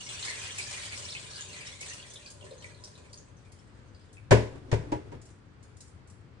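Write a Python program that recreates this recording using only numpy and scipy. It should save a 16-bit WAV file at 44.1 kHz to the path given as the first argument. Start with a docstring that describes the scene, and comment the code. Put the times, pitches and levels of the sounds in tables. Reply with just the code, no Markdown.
"""Steel bowl emptied into a sink

Poured water splashes, fizzes with ringing bubbles, drums on the sink floor and thins to drips.
The bowl clanks down, ringing basin, sink and itself; it rocks, is pushed along and settles.
A wet hand flicks off a few drops. A small tiled kitchen rings briefly, over a low appliance hum."""
import sys
import numpy as np
from scipy import signal
from scipy.fft import rfft, irfft
from scipy.io import wavfile
from scipy.ndimage import uniform_filter1d

SR = 44100
rng = np.random.default_rng(int(sys.argv[2]) if len(sys.argv) > 2 else 0)


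def dump_mix(stems):
    """Bounce the given channels to the path in sys.argv[1] as a 16-bit WAV at rate SR."""
    frames = np.atleast_2d(stems).T  # one column per channel
    limited = np.clip(frames, -1, 1)  # hard clip at full scale
    pcm = np.round(limited * 32767).astype(np.int16)
    wavfile.write(sys.argv[1], SR, pcm)


N = 282240

# appliance rumble: f/Hz, level/dB
HUM_SPECTRUM = [(12, -36.5), (20, -22.5), (101, 2.5), (195, -11), (281, -12.5), (338, -14.5), (375, -14.5),
                (555, -19.5), (600, -23.5), (1500, -25.5), (3850, -38.5), (4740, -38.5), (5550, -43),
                (7800, -50), (10400, -60), (13500, -97.5), (22000, -120)]
# sliding bowl: f/Hz, level/dB
SLIDE_SPECTRUM = [(30, -6.5), (80, 0), (130, 4.5), (190, -18), (290, -1.5), (430, -10), (700, -19.5),
                  (2500, -33), (9000, -47.5)]
# bowl on sink: t/s, force/dB, basin boom/dB, bowl ring/dB, rim-to-base tilt/s, hand damping/(dB/s)
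BOWL_KNOCKS = [(4.3083, -13, -10, -40, 0.0066, 9), (4.715, -25.5, -14.5, -30, .011, 150),
               (4.785, -59, -25, -60, 0.0062, 260), (4.918, -34, -33, -20, .003, 24),
               (5.117, -48, -56, -40.5, .003, 3)]
# modes of basin floor, sink walls and bowl: f/Hz, level/dB, t60/s
BASIN_MODES = [(40, -17, .3), (73, -9, .4), (114, 0, .3), (138, -1, .1)]
SINK_MODES = [(203, -12, .35), (230, -12, .33), (291, -14, .42), (374, -5, .36), (402, -5, .17),
              (425, -5, .3), (462, -5, .17), (515, -6, .24), (603, -11, .3), (707, -9, .17),
              (947, -15, .18), (993, -16, .18), (1476, -21, .3), (1650, -21, .27), (1690, -19, .24),
              (2046, -21, .22), (2385, -24, .22), (2572, -26, .3), (3048, -27, .25), (3350, -30, .25),
              (4420, -32, .3), (5180, -33, .28), (6300, -33, .26), (7500, -32, .26)]
BOWL_MODES = [(286, -4, .08), (307, -6, .25), (420, -12, .2), (560, -10, .08), (842, -4, .16),
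              (885, -8, .07), (955, -6, .1)]
# dense sheet-steel modes and contact crack: f/Hz, level/dB
CLATTER_SPECTRUM = [(100, -12), (170, -8), (240, -7), (320, -7), (410, 0), (520, -1), (620, -4), (780, -13),
                    (970, -7), (1250, -20), (1650, -15), (2200, -17), (3200, -26), (6000, -40)]
CRACK_SPECTRUM = [(500, -33.5), (1500, -1.5), (2300, 4.5), (3500, 8), (5000, 9.5), (7500, 5.5), (9500, -3),
                  (10500, -62)]
# contacts, relative to their knock: clatter/dB, crack/dB, ring/dB
RIM, BASE, SLAP, REBOUND = (-1.8, -12.5, -27.5), (0, -20, 0), (-9, -19.5, -27.5), (-23, -27, -21.5)
# droplet sprays on steel, from the bowl, then the hand: t/s, level/dB
SPRAYS = [(0.582, -29.5), (1.808, -35), (1.932, -36), (2.135, -39), (2.302, -41.5), (2.84, -43),
          (3.129, -44), (3.518, -47.5), (4.129, -52), (5.215, -50), (5.254, -50), (5.303, -57),
          (5.628, -50.5), (5.768, -51), (5.805, -42), (5.875, -54.5), (6.073, -54), (6.098, -51.5)]
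# largest air pockets and drops: t/s, level/dB, f/Hz
LARGE_PLINKS = [(.226, -33, 4100), (.283, -28.5, 2014), (.585, -29.5, 2460), (.93, -33, 2306),
                (1.119, -33.5, 3990), (1.15, -30.5, 2520), (1.333, -37.5, 4380), (1.408, -32.5, 6730),
                (1.609, -36, 2300), (1.812, -36.5, 2220), (2.157, -38.5, 3430), (2.261, -40, 4600),
                (2.508, -49, 4100), (2.51, -44.5, 543), (2.643, -39, 2240), (2.838, -38, 5140),
                (3.131, -42, 4740), (3.174, -42, 6470), (3.947, -52.5, 4760), (4.169, -49, 2500)]
# splash envelope as the bowl empties: t/s, level/dB
SPLASH_ENVELOPE = [(0, -45), (.42, -40.5), (1.6, -48), (2.1, -53), (2.42, -59.5), (2.9, -60.5), (3.3, -70),
                   (4.25, -73.5)]
# splash, sink-floor drumming and bubble fizz: f/Hz, level/dB
SPLASH_SPECTRUM = [(400, -16.5), (700, -14.5), (1000, -9.5), (1500, -8), (2200, -10), (3000, -6),
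                   (4200, -5), (5300, -9), (7000, -6), (8500, -6), (10400, -17.5)]
DRUM_SPECTRUM = [(200, -26), (300, 0.5), (450, 15), (600, 18), (760, -11), (980, 18.5), (1400, -33.5)]
FIZZ_SPECTRUM = [(1400, 0), (2400, 2.5), (4300, -.5), (6000, 4.5), (9500, -7)]
# stereo balance: f/Hz, left minus right/dB
BALANCE = [(30, -6), (110, 8), (200, 5.5), (330, -.5), (700, 1), (1500, -1), (3000, 1), (9000, 0)]

ROOM_T60_S, EMPTY_S = .42, 3.06


def undb(db):
    """Decibels to gain."""
    return 10 ** (np.asarray(db) / 20)


def unit(x):
    """Scale to unit rms."""
    return x / np.sqrt(np.mean(x ** 2))


def seconds(length_s):
    """Time axis."""
    return np.arange(int(length_s * SR)) / SR


def add(track, start_s, sound):
    """Mix a sound into a track."""
    i = max(int(start_s * SR), 0)
    track[..., i:i + sound.shape[-1]] += sound[..., :max(N - i, 0)]


def colour(x, spectrum):
    """Filter by points of f/Hz, level/dB."""
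    hz, db = np.transpose(spectrum)
    bins_hz = np.fft.rfftfreq(x.shape[-1], 1 / SR)
    return irfft(rfft(x) * undb(np.interp(np.log(bins_hz + 1), np.log(hz), db)), x.shape[-1])


def diffuse(samples, alike_hz=480):
    """Diffuse stereo noise: alike in the bass, unrelated in the treble."""
    mid, side = rng.standard_normal((2, samples))
    side = signal.sosfilt(signal.butter(1, alike_hz, "high", fs=SR, output="sos"), side)
    return np.array([mid + side, mid - side])


def wander(rate_hz):
    """Smooth random drift, unit rms."""
    hold = int(SR / rate_hz)
    steps = np.repeat(rng.standard_normal(N // hold + 1), hold)[:N]
    return unit(uniform_filter1d(steps, hold))


def kitchen(x, direct_db, wet_db, early_db=3, early_t60_s=.072, left_lag_s=.00025):
    """Direct sound from the right, close reflections off sink and tiles, short room tail."""
    t = seconds(.43)
    decay = undb(-60 * t / ROOM_T60_S) + undb(early_db - 60 * t / early_t60_s)
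    tail = diffuse(len(t), alike_hz=330) * decay * (t > .001)
    response = undb(wet_db) * tail / np.sqrt(np.sum(tail ** 2) / 2)
    response[0, int(left_lag_s * SR)] += undb(direct_db)
    response[1, 0] += undb(direct_db)
    return signal.fftconvolve(x[None], response, axes=1)


def hum(rumble_db=-53.5, tone_hz=97, tone_db=-66.5, waver_db=2):
    """Appliance: rumble and one wavering low tone."""
    rumble = unit(colour(diffuse(N), HUM_SPECTRUM)) * undb(rumble_db + .67 * wander(5.4))
    phase = 2 * np.pi * np.cumsum(tone_hz * (1 + .01155 * wander(3.054))) / SR
    tone = unit(np.sin(phase) * undb(waver_db * wander(6.4)))
    return rumble + tone * undb(tone_db)


def slide(start_s=4.5, end_s=5.373, level_db=-47, judder_db=3):
    """The bowl, pushed along the sink, rumbles unevenly."""
    effort = np.interp(np.arange(N) / SR, [start_s, start_s + .028, end_s - .35, end_s], [0, 1, 1, 0])
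    rumble = unit(colour(diffuse(N), SLIDE_SPECTRUM))
    return rumble * effort * undb(level_db + judder_db * wander(29))


def ring(modes, t):
    """Struck steel: decaying sines, higher modes further apart in stereo phase."""
    out = 0
    for k, (hz, db, t60_s) in enumerate(modes):
        spread_rad = min(hz / 800, 1) * (.4 + rng.random()) * np.array([[-1], [1]])
        sign = (-1) ** k if hz > 350 else 1  # upper modes start in alternate directions
        out = out + sign * undb(db - 60 * t / t60_s) * np.sin(2 * np.pi * hz * t + spread_rad)
    return out


def impact_noise(spectrum, t, t60_s, tail_db):
    """Noise of a blow: a quick decay hands over to the room tail."""
    decay = undb(-60 * t / t60_s) + undb(tail_db - 60 * t / ROOM_T60_S)
    return unit(colour(diffuse(len(t)), spectrum)) * decay


def knocks(sink_db=1, rebound_s=.04):
    """Rim touches, base lands, far edge slaps, bowl rebounds; the steel rings, damped by the hands."""
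    out, t = np.zeros((2, N)), seconds(.73)
    attack = 1 - np.exp(-t / .0022)
    basin = ring(BASIN_MODES, t) * (1 - np.exp(-t / .004))
    sink = ring(SINK_MODES, t) * attack
    bowl = ring(BOWL_MODES, t) * attack
    for start_s, force_db, boom_db, bowl_db, tilt_s, damping_db_per_s in BOWL_KNOCKS:
        modes = undb(boom_db) * basin + undb(force_db + sink_db) * sink + undb(bowl_db) * bowl
        modes *= undb(-damping_db_per_s * t)
        contacts = [(0, RIM), (tilt_s, BASE), (2 * tilt_s, SLAP), (rebound_s, REBOUND)]
        for delay_s, (clatter_db, crack_db, ring_db) in contacts:
            clatter = impact_noise(CLATTER_SPECTRUM, t, t60_s=.075, tail_db=-10.5) * attack
            crack = impact_noise(CRACK_SPECTRUM, t, t60_s=.067, tail_db=-13) * np.sqrt(attack)
            noise = undb(clatter_db) * clatter + undb(crack_db) * crack
            add(out, start_s + delay_s, undb(force_db) * noise + undb(ring_db) * modes)
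    return out


def in_sink(water, steel_db=-16):
    """Water plus the faint ring it drives in the sink."""
    steel = ring(SINK_MODES, seconds(.4))
    steel /= np.sqrt(np.sum(steel ** 2) / 2)
    return water + undb(steel_db) * signal.fftconvolve(water, steel, axes=1)[:, :N]


def bubble(hz, decay_cycles, rise=.01):
    """Trapped air rings, rising in pitch as it nears the surface."""
    age = np.arange(int(5 * decay_cycles * SR / hz)) * hz / (SR * decay_cycles)  # in time constants
    envelope = np.exp(-age) * (1 - np.exp(-10 * age))
    return envelope * np.sin(2 * np.pi * decay_cycles * age * (1 + rise * age))


def air_pocket(hz, decay_cycles, scatter, span_s, bubbles):
    """Air breaks into one main bubble, then weaker ones of like size."""
    out = np.zeros(int(.1 * SR))
    for k, (detune, delay, size) in enumerate(rng.random((bubbles, 3))):
        follows = min(k, 1)
        bubble_hz = hz * np.exp(follows * scatter * (2 * detune - 1))
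        tone = bubble(bubble_hz, decay_cycles) * (1 - follows * (.4 + .4 * size))
        i = int(follows * delay * span_s * SR)
        out[i:i + len(tone)] += tone[:len(out) - i]
    return out


def patter(hz, decay_s, grain_db=4, attack_s=.00067):
    """Water hits steel: a grainy burst, strongest around one pitch."""
    t = seconds(.1)
    grains = rng.standard_normal(len(t)) * undb(grain_db * rng.standard_normal(len(t)))
    spectrum = [(hz / 8, -16), (hz * .42, -12), (hz * .68, -3), (hz, 0), (hz * 1.5, -8)]
    return unit(colour(grains, spectrum)) * (1 - np.exp(-t / attack_s)) * np.exp(-t / decay_s)


def splash_level_db(t):
    """The splash swells, then thins."""
    return np.interp(t, *np.transpose(SPLASH_ENVELOPE))


def small_plinks(per_s=7, centre_hz=3000, spread_oct=.8, spread_db=3, stand_out_db_per_s=2):
    """Random air pockets that fade more slowly than the splash: t/s, level/dB, f/Hz."""
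    rows = []
    for k, (when, size, pitch) in enumerate(rng.random((64, 3))):
        start_s = (k + when) / per_s
        if start_s < EMPTY_S:
            over_db = 5 + stand_out_db_per_s * start_s + spread_db * (2 * size - 1)
            hz = centre_hz * 2 ** (spread_oct * (2 * pitch - 1))
            rows.append((start_s, splash_level_db(start_s) + over_db, hz))
    return rows


def drops(tick_db=-4, plop_db=2):
    """Flung droplets patter; air pockets tick and plop."""
    out = np.zeros((2, N))
    for start_s, db in SPRAYS:
        burst = patter(hz=7630, decay_s=.0053)
        add(out, start_s, undb(db) * kitchen(burst, direct_db=-2.5, wet_db=2.5))
    for start_s, db, hz in LARGE_PLINKS + small_plinks():
        tick = undb(tick_db) * patter(hz, decay_s=.0028)
        decay_cycles = 14 * np.sqrt(hz / 3500)
        plop = undb(plop_db) * air_pocket(hz, decay_cycles, scatter=.16, span_s=.018, bubbles=6)
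        for part in (tick, plop):
            add(out, start_s, undb(db) * kitchen(part, direct_db=-.5, wet_db=-3))
    return out


def churn(water, depth_db=1.64, full_hz=2000, frame=512):
    """The splash changes shape: neighbouring pitches flare and dip together, less so in the bass."""
    hz, _, cells = signal.stft(water, SR, nperseg=frame)
    flicker = rng.standard_normal(cells.shape[1:])
    for _ in range(2):
        flicker = uniform_filter1d(flicker, size=9, axis=0)
        flicker = uniform_filter1d(flicker, size=3, axis=1)
    share = np.minimum(hz / full_hz, 1)[:, None]
    cells = cells * undb(depth_db * share * unit(flicker))
    return signal.istft(cells, SR, nperseg=frame)[1][:, :N]


def drum_level_db(t, hold_db=-66, full_s=1, build_db_per_s=5, fade_db_per_s=18.5):
    """Drumming on the sink floor builds, holds while water falls, then dies away."""
    build_db = build_db_per_s * np.maximum(full_s - t, 0)
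    fade_db = fade_db_per_s * np.maximum(t - EMPTY_S, 0)
    return hold_db - build_db - fade_db


def landing(density, spread_db=5.5, low_hz=1500, high_hz=9000):
    """One spot where water lands: tiny impacts and bubble pairs, fewer as the stream thins."""
    landed = rng.random(N) < density * 2200 / SR
    impacts = landed * rng.standard_normal(N)
    impacts *= undb(spread_db * np.minimum(rng.exponential(size=N), 4.5))
    fizz = np.zeros(N)
    for when, pitch, size, chance in rng.random((300, 4)):
        if chance < density[int(when * N)]:
            hz = low_hz * (high_hz / low_hz) ** pitch
            pair = air_pocket(hz, decay_cycles=15, scatter=.145, span_s=.02, bubbles=2)
            add(fizz, when * N / SR, np.exp(size) * np.sqrt(hz / 3000) * pair)
    return impacts / np.sqrt(density), fizz / np.sqrt(density)


def stream(spray_db=-3, fizz_db=-6, surge_db=1.76, run_off_s=2, spots=4):
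    """Falling water splashes, fizzes and drums at several spots, each with its own echoes."""
    t = np.arange(N) / SR
    splash_db = splash_level_db(t)
    density = .15 + undb(splash_db - splash_db.max())
    splash_gain = undb(splash_db + surge_db * wander(25.31))
    drum_gain = undb(drum_level_db(t) + 2.6 * wander(20))
    out = 0
    for _ in range(spots):
        impacts, fizz = landing(density)
        spray = undb(spray_db) * unit(colour(impacts, SPLASH_SPECTRUM))
        fizz = undb(fizz_db) * unit(colour(fizz, FIZZ_SPECTRUM))
        drum = unit(colour(impacts, DRUM_SPECTRUM))
        spot = (spray + fizz) * splash_gain + drum * drum_gain
        out = out + kitchen(spot, direct_db=-5.5, wet_db=2)[:, :N]
    run_off = np.exp(-np.maximum(t - SPLASH_ENVELOPE[-1][0], 0) / run_off_s)
    return out * run_off / np.sqrt(spots)


def scene():
    """Pour and drips, bowl set down and pushed into place, appliance hum."""
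    water = churn(stream()) + drops()
    return in_sink(water) + knocks() + slide() + hum()


def record(dry, ceiling=.92, top_hz=10400):
    """Upper bass leans left; peaks are rounded; the top is cut steeply."""
    left = colour(dry[0], [(hz, db / 2) for hz, db in BALANCE])
    right = colour(dry[1], [(hz, -db / 2) for hz, db in BALANCE])
    stereo = np.array([left, right])
    rounded = stereo / (1 + (stereo / ceiling) ** 6) ** (1 / 6)
    return signal.sosfilt(signal.ellip(10, .2, 70, top_hz, fs=SR, output="sos"), rounded)


dry = scene()
out = record(dry)
dump_mix(out)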